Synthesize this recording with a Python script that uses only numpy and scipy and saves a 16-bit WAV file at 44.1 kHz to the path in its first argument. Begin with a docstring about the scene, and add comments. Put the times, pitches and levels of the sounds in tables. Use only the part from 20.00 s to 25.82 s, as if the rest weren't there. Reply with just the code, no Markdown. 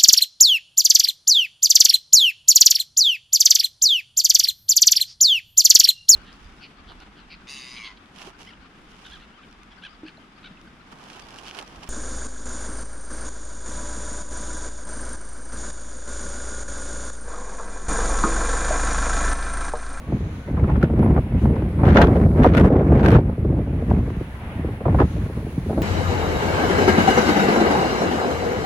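"""Storm gusts batter a phone held above a small harbour. Noise bands for eddies of every size follow the
airflow as a heavy rumble that brightens with force; single eddies thump as short falling-pitch puffs.
The hardest gusts tear in ragged noise spurts and crackle in millisecond bursts. Underneath, noise of
shifting colour is the surf, ducked after the hardest gusts; brighter noise hisses as spray and swishes
as grass; gliding sines are thin whistles and the brief ring of a knock."""
import sys
import numpy as np
from scipy import signal
from scipy.fft import rfft, irfft
from scipy.io import wavfile
from scipy.ndimage import uniform_filter1d, minimum_filter1d

SR = 44100
rng = np.random.default_rng(int(sys.argv[2]) if len(sys.argv) > 2 else 0)


def wav_out(sig):
    """Save sig, one row per channel (or a flat mono array), as 16-bit PCM at SR to the path in sys.argv[1]."""
    wavfile.write(sys.argv[1], SR, np.round(np.clip(np.atleast_2d(sig).T, -1, 1) * 32767).astype(np.int16))


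N = 256662
TIME = np.arange(N) / SR
SIDES = np.array([[1], [-1]])  # left, right


def undb(db):
    """Decibels to gain."""
    return 10 ** (np.asarray(db) / 20)


def unit(x):
    """Scale to rms 1."""
    return x / np.sqrt(np.mean(x ** 2))


def curves(rows):
    """Each column of a table as a control over time, joined by straight lines."""
    knot_s, *columns = np.transpose(rows)
    return [np.interp(TIME, knot_s, column) for column in columns]


def bins(size):
    """Frequencies of a transform of this size, in Hz, kept above zero."""
    return np.maximum(np.arange(size // 2 + 1) * SR / size, 1)


def colour(points, hz):
    """Gain of a spectrum table, interpolated over log frequency."""
    point_hz, db = np.transpose(points)
    return undb(np.interp(np.log(hz), np.log(point_hz), db))


def shape(x, points):
    """Filter by a spectrum table; rms 1."""
    return unit(irfft(rfft(x) * colour(points, bins(N)), N))


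def walk(rate_hz):
    """Smooth random control that changes about rate_hz times a second; rms 1."""
    smooth = np.exp(-(bins(N) / rate_hz) ** 2)
    return unit(irfft(rfft(rng.standard_normal(N)) * smooth, N))


def bump(centre_s, half_width_s):
    """Bell-shaped swell in time."""
    return np.exp(-((TIME - centre_s) / half_width_s) ** 2 / 2)


def add(out, start_s, sound):
    """Mix a short sound in at start_s."""
    i = max(int(start_s * SR), 0)
    out[:, i:i + sound.shape[-1]] += sound[..., :N - i]


def two_ports(pair, split_hz=880):
    """Left and right from a shared and an opposed part: large eddies cover both ports, small strike each."""
    size = pair.shape[1]
    mid, side = rfft(pair)
    apart = 1 / (1 + (split_hz / bins(size)) ** 10)
    return irfft(mid + SIDES * apart * side, size)


def ports(size, split_hz=880):
    """Noise as the two ports take it."""
    return two_ports(rng.standard_normal((2, size)), split_hz)


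LAG_CYCLES, LAG_LOW_HZ = 1.3, 77


def falling(hz):
    """Phase that delays slow swings of an eddy more than quick ones, so each puff falls in pitch."""
    return np.exp(-2j * np.pi * LAG_CYCLES * np.log(hz + LAG_LOW_HZ))


# running wind between gusts: time_s, force_db
FLOW = [(0, -53.5), (.44, -47), (.52, -37), (.93, -32), (1.27, -41), (1.6, -33), (1.75, -39), (1.82, -25.5),
        (2.08, -20), (2.3, -30), (2.5, -25.5), (2.7, -27.5), (3.0, -20), (3.17, -32), (3.23, -33),
        (3.35, -39), (3.8, -37), (4.1, -39.5), (4.32, -54.5), (4.5, -47), (4.64, -42.5), (5.4, -44),
        (5.63, -46.5), (5.82, -27)]
# gusts: start_s, length_s, force_db, extra_rumble_db, extra_body_db
GUSTS = [(0.064, 0.11, -46.5, -0.5, 7.5), (0.193, 0.098, -39.5, -1, -6), (0.586, .2, -30, -1.5, -3),
         (0.972, 0.22, -29, 0.5, 2.5), (1.33, 0.054, -32, 3, -6), (1.416, 0.13, -37, 2, 5.5),
         (1.853, 0.049, -14.5, -2, -2), (1.946, 0.091, -9, 6, 0.5), (2.144, 0.1, -29, -1.5, 0.5),
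         (2.359, 0.1, -19, 1, 0.5), (2.536, 0.14, -15.5, -2, -1), (2.681, 0.14, -33, -5, 7.5),
         (2.908, 0.035, -20, 0.5, 0), (3.023, 0.1455, -14, 1, -2.5), (3.473, 0.14, -57, 3, 8.5),
         (3.875, 0.12, -30, -1, -1.5), (4.86, 0.19, -27, -1.5, -4), (5.147, 0.046, -47, 6, 3),
         (5.703, 0.21, -47, -6.5, 3.5)]
GUST_ATTACK_S, GUST_RELEASE_S = 0.013, 0.0076
# rumble grows with force up to a knee, then levels off
RUMBLE_TOP_DB, RUMBLE_KNEE_DB, RUMBLE_SLOPE = -10, -28.5, 0.98


def airflow():
    """Rumble, flutter and body controls in dB: each gust rises, holds and dies away over the running wind."""
    power, extra_db, body_db = undb(curves(FLOW)[0]) ** 2, 0, 0
    for start_s, length_s, force_db, heavy_db, full_db in GUSTS:
        attack = np.clip((TIME - start_s) / GUST_ATTACK_S, 0, 1)
        release = np.exp(-np.maximum(TIME - start_s - length_s, 0) / GUST_RELEASE_S)
        envelope = attack * release
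        power = power + (undb(force_db) * envelope) ** 2
        extra_db = extra_db + heavy_db * envelope
        body_db = body_db + full_db * envelope
    below_knee_db = 10 * np.log10(1 + undb(RUMBLE_KNEE_DB) ** 2 / power)
    rumble_db = RUMBLE_TOP_DB - RUMBLE_SLOPE * below_knee_db + extra_db
    return rumble_db, 10 * np.log10(power), body_db


# air leaving the ports, some entries a slight lift instead: middle_s, half_width_s, change_db
LULLS = [(.44, 0.019, -11), (.79, 0.0087, -1), (.885, 0.0097, -8), (1.27, 0.029, -2.5), (1.4, 0.0096, -6),
         (1.69, 0.028, -1), (2.33, 0.037, 0.5), (2.86, 0.027, -1), (3.359, 0.015, -9), (3.655, 0.0061, -10),
         (4.17, 0.015, -2.5), (4.79, 0.039, -3.5), (5.09, 0.016, -2), (5.33, 0.02, -4), (5.55, 0.018, 1.5)]


def lulls():
    """Level changes in dB, mostly dips, between thumps."""
    return sum(change_db * bump(middle_s, width_s) for middle_s, width_s, change_db in LULLS)


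# wind spectrum: freq_hz, relative_db
WIND_COLOUR = [(20, -28.5), (32, -19), (48, -4), (70, 1), (110, -3.5), (200, -4.5), (330, -8.5), (520, -15),
               (900, -25), (1500, -35), (2500, -47), (4500, -67.5), (9000, -70.5)]
LARGE_EDDY_SHARE = 0.62  # how far large eddies join the packets of the small ones


def wind(rumble_db, flutter_db, body_db, body_hz=480, body_octaves=1.0, flutter_trim_db=6,
         dull_hz=130, bright_hz=520, patchy_db=2.0, eddy_rate_hz=65, steady_s=0.065,
         brighten=0.054, strong_db=-20):
    """Eddies of every size; small ones come in stronger packets and grow fastest with the air speed."""
    hz, packets, out = bins(N), walk(eddy_rate_hz), 0
    pressure = rfft(shape(ports(N), WIND_COLOUR))
    for centre_hz in 20 * 2. ** np.arange(10):
        octave = np.maximum(1 - np.abs(np.log2(hz / centre_hz)), 0)
        band = irfft(pressure * octave, N)
        small = np.clip(np.log(centre_hz / dull_hz) / np.log(bright_hz / dull_hz), 0, 1)
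        eddies = band * undb(min(small + LARGE_EDDY_SHARE, 1) * patchy_db * packets)
        # even out slow power changes: eddies share what the gust brings
        power = uniform_filter1d(np.mean(eddies ** 2, axis=0), int(steady_s * SR))
        eddies = eddies * np.sqrt(np.mean(band ** 2) / (np.abs(power) + 1e-18))
        db = (1 - small) * rumble_db + small * (flutter_db + flutter_trim_db)
        # faster air reaches further into the treble
        db = db + brighten * max(np.log2(centre_hz / bright_hz), 0) * (flutter_db - strong_db)
        # fuller or thinner middle per gust
        db = db + body_db * np.exp(-(np.log2(centre_hz / body_hz) / body_octaves) ** 2 / 2)
        out = out + eddies * undb(db)
    return out


# flap spectrum: freq_hz, relative_db
FLAP_COLOUR = [(150, 0.5), (400, 14), (800, 3.5), (1400, -14), (2200, -6.5), (3200, -32.5), (5000, -43),
               (9000, -53)]


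def flaps(flutter_db, level_db=-8, rate_hz=70, spread_db=1.0, largest=3, merge_db=-25):
    """Small eddies snap past the ports at random, a swing or two each; level stops rising at merge_db."""
    pulses = np.zeros((2, N))
    chance = rng.random((1500, 3))
    at = (np.cumsum(-np.log(1 - chance[:, 0])) / rate_hz * SR).astype(int)
    size = undb(spread_db * np.minimum(-np.log(1 - chance[:, 1]), largest))
    # each snap meets the ports from its own angle
    angle = 2 * np.pi * chance[:, 2]
    snaps = size * np.array([np.cos(angle), np.sin(angle)])
    heard = at < N
    pulses[:, at[heard]] = snaps[:, heard]
    puffs = irfft(rfft(two_ports(pulses)) * falling(bins(N)), N)
    return shape(puffs, FLAP_COLOUR) * undb(np.minimum(flutter_db, merge_db) + level_db)


# single hard eddies: start_s, relative_db, pitch_hz, length_s
BUFFETS = [(0.122, -15.5, 556, 0.0092), (0.129, -7.5, 178, 0.022), (0.477, -21.5, 560, 0.018),
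           (0.569, -23, 1000, 0.018), (0.591, -5, 86, 0.0077), (0.638, -23.5, 1110, 0.012),
           (0.69, -17, 820, 0.016), (0.754, -21, 1100, 0.0084), (0.83, -13, 1690, 0.0014),
           (0.833, 1.5, 294, 0.0074), (.837, -27, 1290, 0.0043), (0.9, -16, 600, 0.0048),
           (0.907, -6, 202, 0.006), (0.937, -13, 383, 0.0059), (0.973, -14, 394, 0.0056),
           (0.997, -2, 237, 0.012), (1.026, -16, 840, 0.0078), (1.06, -14, 830, 0.0048),
           (1.078, -18, 556, 0.0096), (1.109, -8, 380, 0.0035), (1.163, -14, 786, 0.0069),
           (1.174, -12.5, 765, 0.011), (1.267, -19, 420, 0.0052), (1.321, -19, 503, 0.0056),
           (1.351, -6.5, 193, 0.0099), (1.455, -11, 800, 0.0032), (1.564, -19, 1000, 0.0034),
           (1.567, -6, 247, 0.0039), (1.622, -10.5, 503, 0.0045), (1.789, -23, 930, 0.021),
           (1.806, -7, 128, 0.012), (1.833, -8.5, 750, 0.0097), (1.868, 2, 98, 0.019),
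           (1.957, -1, 900, 0.0066), (1.982, 5.5, 670, 0.029), (2.037, -5, 800, 0.006),
           (2.082, -5, 524, 0.0076), (2.161, -7.5, 482, 0.014), (2.213, -21, 1500, 0.0039),
           (2.264, -9, 487, 0.0046), (2.381, -12, 430, 0.0082), (2.406, 2.5, 169, 0.0086),
           (2.445, 3, 794, 0.0063), (2.447, 4, 650, 0.0092), (2.464, 15, 480, 0.0047),
           (2.703, -5, 417, 0.012), (2.736, -10.5, 620, 0.0071), (2.755, -9.5, 560, 0.0094),
           (2.812, -22.5, 720, 0.006), (2.924, -5, 402, 0.0053), (3.125, -17, 1470, 0.015),
           (3.147, -14, 1110, .012), (3.151, 0, 390, 0.0093), (3.186, -6.5, 520, 0.0085),
           (3.295, -16, 630, 0.0057), (3.381, -9.5, 377, 0.0029), (3.449, -8.5, 400, 0.0079),
           (3.525, -16, 430, 0.0043), (3.588, -15.5, 520, 0.0063), (3.674, -15, 370, 0.0062),
           (3.732, -11, 328, 0.0034), (3.822, -11.5, 437, 0.0039), (3.912, -6, 594, 0.0045),
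           (4.008, -10.5, 322, 0.0065), (4.075, -18, 446, 0.011), (4.104, -10, 615, 0.0016),
           (4.172, -9, 113, 0.01), (4.211, -7.5, 217, 0.0052), (4.592, -12.5, 260, 0.0051),
           (4.646, -11.5, 440, 0.0059), (4.685, -17.5, 383, 0.01), (4.804, -20, 623, 0.014),
           (4.854, -9.5, 660, 0.012), (4.866, -8.5, 240, 0.005), (4.88, -11, 710, 0.0069),
           (4.945, -8.5, 663, 0.0077), (4.985, -12.5, 1000, 0.028), (4.999, -27, 2150, 0.011),
           (5.001, -3, 1020, 0.0038), (5.003, -0.5, 504, 0.0067), (5.016, -2.5, 650, 0.0063),
           (5.163, -19, 517, 0.0067), (5.182, -14, 210, 0.0064), (5.262, -17, 457, 0.0043),
           (5.296, -21.5, 378, 0.01), (5.37, -21, 380, 0.016), (5.422, -22, 377, 0.0088),
           (5.468, -16.5, 322, 0.007), (5.579, -6.5, 188, 0.0073), (5.66, -15.5, 307, 0.0096),
           (5.697, -12, 465, 0.013), (5.726, -14, 570, 0.0073), (5.777, -11, 530, 0.013)]
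BUFFET_RISE_S = .001


def buffets(level_db=-7, slope=3.86):
    """A hard eddy hits at once and dies away in a few ever slower swings of pressure."""
    out, size = np.zeros((2, N)), 8192
    t, hz = TIME[:size], bins(size)
    for start_s, db, pitch_hz, length_s in BUFFETS:
        ratio = hz / pitch_hz
        swings = irfft(rfft(ports(size)) * ratio / (1 + ratio ** (slope + 1)), size)
        push = (1 - np.exp(-t / BUFFET_RISE_S)) * np.exp(-(t / length_s) ** 2 / 2)
        puff = irfft(rfft(swings * push) * falling(hz), size)
        lag_s = LAG_CYCLES / (pitch_hz + LAG_LOW_HZ)  # start early by the delay at the pitch
        add(out, start_s - lag_s, unit(puff) * np.std(push) * undb(db + level_db))
    return out


# air tearing off the case edge: start_s, length_s, relative_db, left_over_right_db
TEARS = [(0.678, 0.027, -48, 2), (0.83, 0.013, -36.5, -5), (1.854, 0.069, -34.5, 1.5),
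         (1.972, 0.049, -17.5, 0), (2.161, 0.014, -39.5, -2), (2.445, 0.018, -25.5, 0),
         (2.548, 0.054, -30.5, 0.5), (2.635, 0.18, -48.5, 0), (2.972, 0.015, -38, 3),
         (3.043, 0.12, -31.5, 0), (4.999, 0.019, -40, 1)]
# tear spectrum: freq_hz, relative_db
TEAR_COLOUR = [(600, -6), (1400, 14), (2400, 2.5), (3500, -3), (5000, -16), (6500, -18.5), (8000, -44),
               (11500, -37.5), (15500, -48)]
TEAR_RISE_S, TEAR_FALL_S = 0.014, 0.018
SPURTS_PER_S, SPURT_DB = 170, 13


def tearing(level_db=2, ragged_db=0.5, rate_hz=260, spurt_decay_s=0.0026):
    """Flow breaks away from the case in ragged spurts that start at once and die within milliseconds."""
    force = 0
    for start_s, length_s, db, left_db in TEARS:
        early_s = np.maximum(start_s - TIME, 0)
        late_s = np.maximum(TIME - start_s - length_s, 0)
        envelope = np.exp(-early_s / TEAR_RISE_S - late_s / TEAR_FALL_S)
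        force = force + undb(db + level_db + SIDES * left_db / 2) * envelope
    starts = rng.random(N) < SPURTS_PER_S / SR
    decay = np.exp(-1 / (spurt_decay_s * SR))
    spurts = signal.lfilter([1], [1, -decay], starts * rng.random(N))
    ragged = undb(ragged_db * walk(rate_hz)) * (1 + undb(SPURT_DB) * spurts)
    return shape(ports(N) * ragged, TEAR_COLOUR) * force


# sharp cracks of air on the ports: start_s, relative_db, left_over_right_db
CRACKS = [(.637, -42, 3), (.7, -41, 1), (.768, -41.5, 3), (0.829, -24, 6.5), (1.029, -46, 1),
          (1.062, -41, 5), (1.456, -39.5, 4), (1.558, -38, 4), (1.623, -40, 4), (1.917, -38.5, -1),
          (1.93, -28.5, 4.5), (1.946, -30, 15), (2.017, -8, 5.5), (2.164, -34.5, 4.5), (2.215, -41.5, 4),
          (2.441, -23.5, 6), (2.454, -26.5, 1.5), (2.465, -18.5, 5), (2.55, -23.5, 4), (2.571, -24.5, 17),
          (2.577, -17, 1.5), (2.583, -22.5, 7), (2.598, -23.5, -5), (2.611, -25, 4), (2.66, -31.5, 4.5),
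          (2.782, -40, 4), (2.876, -40, -1), (2.979, -37, 5), (3.008, -32.5, 0), (3.061, -19, 2.5),
          (3.085, -18.5, -0.5), (3.105, -23, -2), (3.117, -22, 2), (3.903, -35.5, -5), (5.002, -32.5, 3)]
# crack spectrum: freq_hz, relative_db
CRACK_COLOUR = [(600, -20.5), (1500, 19), (2800, 5.5), (5000, -6.5), (8000, -15), (11500, -12),
                (15500, -32.5)]


def cracks(level_db=-1, decay_s=0.0025):
    """Sharpest spurts: noise bursts dying in milliseconds, mostly louder at the windward left port."""
    out, t = np.zeros((2, N)), TIME[:SR // 20]
    for start_s, db, left_db in CRACKS:
        add(out, start_s, ports(len(t)) * np.exp(-t / decay_s) * undb(db + level_db + SIDES * left_db / 2))
    return shape(out, CRACK_COLOUR) * np.std(out)


# roar regions that swell and sink on their own: centre_hz
WASH_HZ = [500, 800, 1230, 1900, 2800]


def wash(surf, shift_db, rate_hz, octaves=0.14):
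    """Each region of the roar swells and sinks on its own as breakers come and go."""
    spectrum, out = rfft(surf), surf
    for centre_hz in WASH_HZ:
        region = np.exp(-(np.log2(bins(N) / centre_hz) / octaves) ** 2 / 2)
        band = irfft(spectrum * region, N)
        out = out + band * (undb(shift_db * walk(rate_hz)) - 1)
    return out


# roar and spray levels as they reach the ear, the roar ducked by the recorder after the hardest gusts:
# time_s, roar_relative_db, spray_relative_db
SEA = [(0, 5, 2), (1.7, 8, 7), (2.4, -8, 8.5), (2.8, -10, 1), (3.35, 3, 2), (4.1, 7.5, 5.5), (4.35, 9, 7.5),
       (4.52, 11.5, 6.5), (4.8, 7.5, 7), (5.4, 8, 10), (5.82, 5, 11.5)]
# surf spectrum: freq_hz, relative_db
ROAR_COLOUR = [(60, 21.5), (200, -12.5), (500, 3), (900, 1), (1400, -4), (2100, -4.5), (2800, -11.5),
               (3600, -18.5), (5000, -45), (8000, -47.5)]
# spray spectrum: freq_hz, relative_db
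SPRAY_COLOUR = [(2000, -2), (4000, 9), (6300, 0), (8300, -0.5), (10300, 10.5), (12000, 3), (13500, -10.5),
                (15500, 2.5)]
ROAR_DB, SPRAY_DB = -44.5, -64.5  # base levels


def sea(churn_db=1.0, fizz_db=1, spray_width=1.13, wide_db=-15, shift_db=1.6, shift_rate_hz=12):
    """Breakers merge into a wide roar of shifting colour; blown spray hisses above it."""
    roar_db, spray_db = curves(SEA)
    spread = ports(N, split_hz=1060) + undb(wide_db) * SIDES * rng.standard_normal(N)
    surf = wash(shape(spread, ROAR_COLOUR), shift_db, shift_rate_hz)
    roar = surf * undb(ROAR_DB + roar_db + churn_db * walk(24))
    mid, side = rng.standard_normal((2, N))
    hiss = shape(mid + spray_width * SIDES * side, SPRAY_COLOUR)
    spray = hiss * undb(SPRAY_DB + spray_db + fizz_db * walk(10))
    return roar + spray


# swishes of wind through grass: peak_s, half_width_s, relative_db
GRASS = [(.28, 0.21, -51), (1.42, 0.031, -52), (4.1, 0.31, -57.5), (5.1, .1, -49.5), (5.8, 0.34, -51.5)]
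# grass spectrum: freq_hz, relative_db
GRASS_COLOUR = [(1500, 5.5), (2800, 1), (4000, 0.5), (5200, -10), (6300, -2), (7300, -9), (9000, -35),
                (15000, -46)]
FLURRY_DB = .7


def grass():
    """Countless blades brush each other in flurries that swell and fade."""
    swell = sum(undb(db) * bump(peak_s, width_s) for peak_s, width_s, db in GRASS)
    return shape(rng.standard_normal((2, N)), GRASS_COLOUR) * swell * undb(FLURRY_DB * walk(18))


# thin whistles and the brief ring of a knock, before waver: start_s, length_s, start_hz, end_hz, peak_db
WHISTLES = [(0, 0.13, 1114, 1120, -48), (.28, 0.37, 1474, 1525, -53.5), (0.826, 0.0057, 1390, 1520, -17),
            (1.009, 0.063, 11400, 10950, -53.5), (1.424, .05, 10300, 10350, -64),
            (1.47, .07, 10950, 10850, -63), (1.737, 0.16, 8850, 9250, -63)]


def whistles_and_ring(waver=0.0032):
    """Thin whistles and the brief ring of a knock: gliding sine tones, slightly unsteady in pitch."""
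    out, drift = np.zeros((2, N)), 1 + waver * walk(120)
    for start_s, length_s, start_hz, end_hz, db in WHISTLES:
        u = np.linspace(0, 1, int(length_s * SR))
        hz = (start_hz + (end_hz - start_hz) * u) * drift[int(start_s * SR):][:len(u)]
        tone = np.sin(2 * np.pi * np.cumsum(hz) / SR)
        add(out, start_s, tone * np.sin(np.pi * u) * undb(db))
    return out


THROB_DB, THROB_RATE_HZ = 2, 12.7  # random throb of the rumble


def scene():
    """Wind on the ports over the sea."""
    rumble_db, flutter_db, body_db = airflow()
    calm_db = lulls()
    throbbing_db = rumble_db + calm_db + THROB_DB * walk(THROB_RATE_HZ)
    gusts = wind(throbbing_db, flutter_db + calm_db, body_db) + flaps(flutter_db)
    return gusts + buffets() + tearing() + cracks() + sea() + grass() + whistles_and_ring()


def record(dry, ceiling=0.97, bass_hz=36, top_hz=15800):
    """The microphone sheds the deepest bass, a fast limiter holds the peaks, the top is cut."""
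    high_pass = signal.butter(3, bass_hz, "high", fs=SR, output="sos")
    sound = signal.sosfilt(high_pass, dry)
    size = SR // 150  # limiter window, samples
    headroom = np.minimum(1, ceiling / (np.abs(sound).max(axis=0) + 1e-9))
    gain = uniform_filter1d(minimum_filter1d(headroom, size), size)
    low_pass = signal.ellip(8, .2, 70, top_hz, fs=SR, output="sos")
    return signal.sosfilt(low_pass, sound * gain)


dry = scene()
out = record(dry)
wav_out(out)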